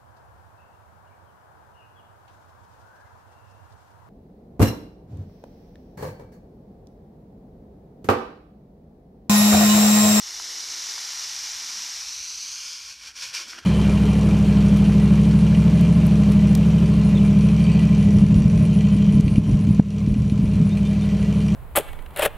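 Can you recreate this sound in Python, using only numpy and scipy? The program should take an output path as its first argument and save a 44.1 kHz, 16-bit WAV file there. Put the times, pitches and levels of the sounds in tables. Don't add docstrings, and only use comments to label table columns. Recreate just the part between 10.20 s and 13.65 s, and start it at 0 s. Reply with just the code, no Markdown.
import sys
import numpy as np
from scipy import signal
from scipy.fft import rfft, irfft
from scipy.io import wavfile
from scipy.ndimage import uniform_filter1d, map_coordinates

SR = 44100
rng = np.random.default_rng(int(sys.argv[2]) if len(sys.argv) > 2 else 0)


def to_linear_factor(level_db):
    exponent = np.asarray(level_db, float) / 20
    return 10 ** exponent


def persist_wave(psi):
    counts = np.round(np.clip(psi, -1, 1) * 32767).astype(np.int16)
    wavfile.write(sys.argv[1], SR, np.atleast_2d(counts).T)


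N = 152145


def evened(x):
    return x / np.sqrt(np.mean(x ** 2) + 1e-20)


def read(points, hz):
    point_hz, point_db = np.transpose(points)
    return np.interp(np.log(hz + 1), np.log(point_hz + 1), point_db)


def lift(hz, centre_hz, width_hz, lift_db):
    return lift_db / (1 + (2 * (hz - centre_hz) / width_hz) ** 2)


def coloured(x, db_at):
    hz = abs(np.fft.fftfreq(8192, 1 / SR))
    log_gain = np.log(to_linear_factor(np.maximum(db_at(hz), -100)))
    taps = np.fft.ifft(np.exp(np.conj(signal.hilbert(log_gain)))).real[:4096]
    return signal.oaconvolve(x, taps)[:N]


def swell(at_s, peak_db, length_s):
    t = np.arange(N) / SR
    return to_linear_factor(peak_db) * np.exp(-(2 * (t - at_s) / length_s) ** 2)


def kitchen():
    # freq_hz, density_db (per Hz)
    rumble_spectrum = [(15, -47), (35, -7.5), (62, 2), (95, -13), (290, -13.5), (430, -22), (800, -32),
                       (1500, -64)]
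    # at_s, level_db, length_s, pitch_hz
    handling = [(0.403, -62, 1, 397), (1.243, -70, 0.6, 89.5), (1.544, -65, 0.33, 191),
                (1.998, -57, 0.051, 64.5), (2.115, -69.5, 0.12, 293), (2.678, -57, 0.04, 71.4),
                (2.887, -73, 0.032, 345), (3.053, -65, 0.16, 110), (3.21, -61, 0.15, 410),
                (3.275, -57.5, 0.054, 258), (3.37, -56, 0.1, 293), (3.43, -63, 0.09, 70.6)]
    rumble_db, half_band = -67.5, 0.31
    rumble, rub = rng.standard_normal((N, 2)).T
    out = to_linear_factor(rumble_db) * evened(coloured(rumble, lambda hz: read(rumble_spectrum, hz)))
    for at_s, level_db, length_s, pitch_hz in handling:
        edges_hz = pitch_hz * np.exp([-half_band, half_band])
        band = signal.butter(2, edges_hz, "band", fs=SR, output="sos")
        out = out + swell(at_s, level_db, length_s) * evened(signal.sosfilt(band, rub))
    return out


def echo(x):
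    t60_s, gap_s = 0.04, 0.001
    t = np.arange(8000) / SR
    tail = rng.standard_normal(8000) * to_linear_factor(-60 * t / t60_s) * (t > gap_s)
    return signal.oaconvolve(x, tail / np.linalg.norm(tail))[:N]


def snaps():
    # at_s, peak_db, pitch_hz
    buckles = [
        (.199, -25, 990),
        (.779, -27, 1010),
        (1.01, -59.5, 920),
        (3.147, -42, 1390),
        (3.193, -30, 1490),
        (3.329, -33, 1500),
        (3.333, -27.5, 1460),
    ]
    # ratio (multiple of pitch), level_db, t60_s
    film_modes = [(1, 5.5, .010), (1.4, 8, 0.0055), (2.1, -4.5, 0.0062), (2.6, -4, .005), (3.2, -3, .004)]
    rise_s, floor_hz = 0.0003, 820
    out, t = np.zeros(N + 2000), np.arange(2000) / SR
    for at_s, peak_db, pitch_hz in buckles:
        ring = np.zeros(2000)
        for ratio, level_db, t60_s in film_modes:
            ring += to_linear_factor(level_db - 60 * t / t60_s) * np.sin(2 * np.pi * ratio * pitch_hz * t)
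        ring *= np.minimum(t / rise_s, 1)
        start = round(at_s * SR)
        out[start:start + 2000] += to_linear_factor(peak_db) * ring / abs(ring).max()
    return signal.sosfilt(signal.butter(4, floor_hz, "high", fs=SR, output="sos"), out[:N])


def ticks(per_s, spread_db):
    clump_s, clump_db = 0.0029, 0.76
    draw, size, sign, clump = rng.random((N, 4)).T
    clump_n = int(clump_s * SR)
    clump = evened(uniform_filter1d(uniform_filter1d(clump - 0.5, clump_n), clump_n))
    size_db = spread_db * np.minimum(-np.log(size + 1e-9), 5) + clump_db * clump
    return (draw < per_s / SR) * np.sign(sign - 0.5) * to_linear_factor(size_db)


def crinkles():
    # at_s, level_db, length_s
    creases = [(2.844, -57, 0.092), (2.9, -55, 0.09), (3.125, -50, 0.044), (3.209, -46, 0.052),
               (3.29, -51, 0.061), (3.35, -47.5, 0.048), (3.387, -42, 0.023), (3.431, -50, 0.047)]
    # freq_hz, density_db (per Hz)
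    film_spectrum = [(300, -22), (750, -16), (1100, -10.5), (1550, -1), (2300, -13.5), (3300, -7),
                     (4000, -26), (12000, -43)]
    crackle = coloured(ticks(per_s=3000, spread_db=2), lambda hz: read(film_spectrum, hz))
    return evened(crackle) * sum(swell(*row) for row in creases)


def motion():
    # at_s, stream_db, rattle_db (relative to stream)
    pour = [
        (0, -37.5, -44),
        (.1, -35, -29),
        (.7, -33, -11),
        (1.6, -34, -9),
        (2.05, -35.5, -11),
        (2.52, -36, -6),
        (2.58, -40.5, -5),
        (2.719, -41.5, -1.5),
        (2.76, -55, 4),
    ]
    # at_s, peak_db, fall_db_per_s
    shakes = [(2.81, -54, 118), (2.876, -39, 270), (2.967, -37.5, 90), (3.034, -32, 150), (3.09, -43, 350),
              (3.149, -28.5, 144), (3.218, -40, 400), (3.282, -40, 145), (3.31, -41.5, 220),
              (3.36, -47.5, 293), (3.389, -43, 600), (3.435, -54.5, 200)]
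    shake_rises = [150, 100, 1000, 260, 300, 800, 250, 1500, 250, 300, 900, 300]
    shake_landing_db, trickle_db, cutoff_db_per_s = -8.5, -78, 300
    t = np.arange(N) / SR
    s, db, share_db = np.transpose(pour)
    stream_db = np.interp(t, s, db) - cutoff_db_per_s * np.maximum(t - s[-1], 0)
    spurt_power = to_linear_factor(trickle_db) ** 2 * (t > s[-1])
    for (at_s, peak_db, fall), rise in zip(shakes, shake_rises):
        drop_db = np.where(t < at_s, rise * (at_s - t), fall * (t - at_s))
        spurt_power = spurt_power + to_linear_factor(peak_db - drop_db) ** 2
    landing_power = to_linear_factor(stream_db) ** 2 + spurt_power * to_linear_factor(shake_landing_db) ** 2
    inside_power = to_linear_factor(stream_db + np.interp(t, s, share_db)) ** 2 + spurt_power
    return np.sqrt(landing_power), np.sqrt(inside_power)


def mirrored(x, notch_hz):
    mirror_gain, mirror_top_hz = 0.68, 7000
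    late = map_coordinates(x, [np.arange(N) - SR / notch_hz], order=3)
    return x - mirror_gain * signal.filtfilt(*signal.butter(2, mirror_top_hz, fs=SR), late)


def granules():
    # freq_hz, density_db (per Hz)
    open_spectrum = [(150, -48.5), (250, -29.5), (453, -25.5), (575, -28), (909, -17.5), (3200, -9.5),
                     (5790, 1), (8420, -17), (14500, -26.5)]
    tall_spectrum = [(150, -53), (760, -38.5), (900, -23), (2000, -17.5), (3600, -8.5), (6200, 1),
                     (7200, -12), (14500, -29.5)]
    rattle_spectrum = [(150, -35), (250, -31.5), (528, -23.5), (879, -26), (1150, -19.5), (2310, -4.5),
                       (4060, -4), (5410, 1), (14500, -21)]
    # centre_hz, width_hz, lift_db
    dish_modes = [(910, 400, 4.5), (2080, 700, 4), (2470, 290, -7.5), (2990, 200, 3), (3270, 200, -5.5),
                  (3430, 160, 3), (4640, 100, 8), (4620, 170, -7.5)]
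    hollow_modes = [(522, 42, 17.5), (955, 190, 17), (1090, 41, 13.5), (1280, 33, -19), (1500, 630, 12.5),
                    (1950, 330, -6), (2370, 500, 9), (3210, 720, 5), (4200, 190, 0.5), (4500, 660, 6.5),
                    (5670, 700, 6)]
    # at_s, upright_share (0-1), notch_hz (first notch of the mirror)
    tilt = [
        (0, 0.14, 1500),
        (1, 0, 1440),
        (1.7, 0.08, 1500),
        (1.95, 0.82, 1680),
        (2.25, 0.9, 1766),
        (2.5, 0.95, 1990),
        (2.8, 0.5, 1900),
    ]
    landing, inside = motion()
    t = np.arange(N) / SR
    s, share, notch = np.transpose(tilt)
    upright, notch_hz = np.interp(t, s, share), np.interp(t, s, notch)

    open_heap = coloured(ticks(per_s=14000, spread_db=2),
                         lambda hz: read(open_spectrum, hz) + sum(lift(hz, *row) for row in dish_modes))
    tall_heap = coloured(ticks(per_s=14000, spread_db=2), lambda hz: read(tall_spectrum, hz))
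    tall_heap = mirrored(tall_heap, notch_hz)
    rattle = coloured(ticks(per_s=9000, spread_db=2),
                      lambda hz: read(rattle_spectrum, hz) + sum(lift(hz, *row) for row in hollow_modes))
    heap = np.sqrt(1 - upright) * evened(open_heap) + np.sqrt(upright) * evened(tall_heap)
    return landing * heap + inside * evened(rattle)


def scene():
    echo_db = -17
    near = granules() + crinkles() + snaps()
    return np.tile(near + to_linear_factor(echo_db) * echo(near) + kitchen(), (2, 1))


def band_limit(x):
    return signal.sosfilt(signal.butter(12, 15180, fs=SR, output="sos"), x)


def record(dry):
    # at_s, low_hz, high_hz, level_db
    splits = [
        (.4256, 4240, 5180, -42),
        (0.702, 5150, 6340, -38),
        (.7042, 9600, 11800, -56),
        (2.0742, 8200, 10500, -52.5),
        (2.2135, 8800, 10500, -57),
    ]
    edge_hz, split_s = 14310, 0.034
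    t, hz = np.arange(N) / SR, np.fft.rfftfreq(N, 1 / SR)
    heard = coloured(dry[0], lambda f: lift(f, centre_hz=5650, width_hz=600, lift_db=2))
    heard = irfft(rfft(heard) * (hz < edge_hz), N)
    side = np.zeros(N)
    noise = rfft(rng.standard_normal(N))
    for at_s, low_hz, high_hz, level_db in splits:
        gate = np.cos(np.pi * np.clip((t - at_s) / split_s, -0.5, 0.5))
        band = irfft(noise * (hz > low_hz) * (hz < high_hz), N)
        side = side + to_linear_factor(level_db) * gate * evened(band)
    return band_limit(np.array([heard + side, heard - side]))


dry = scene()
out = record(dry)
persist_wave(out)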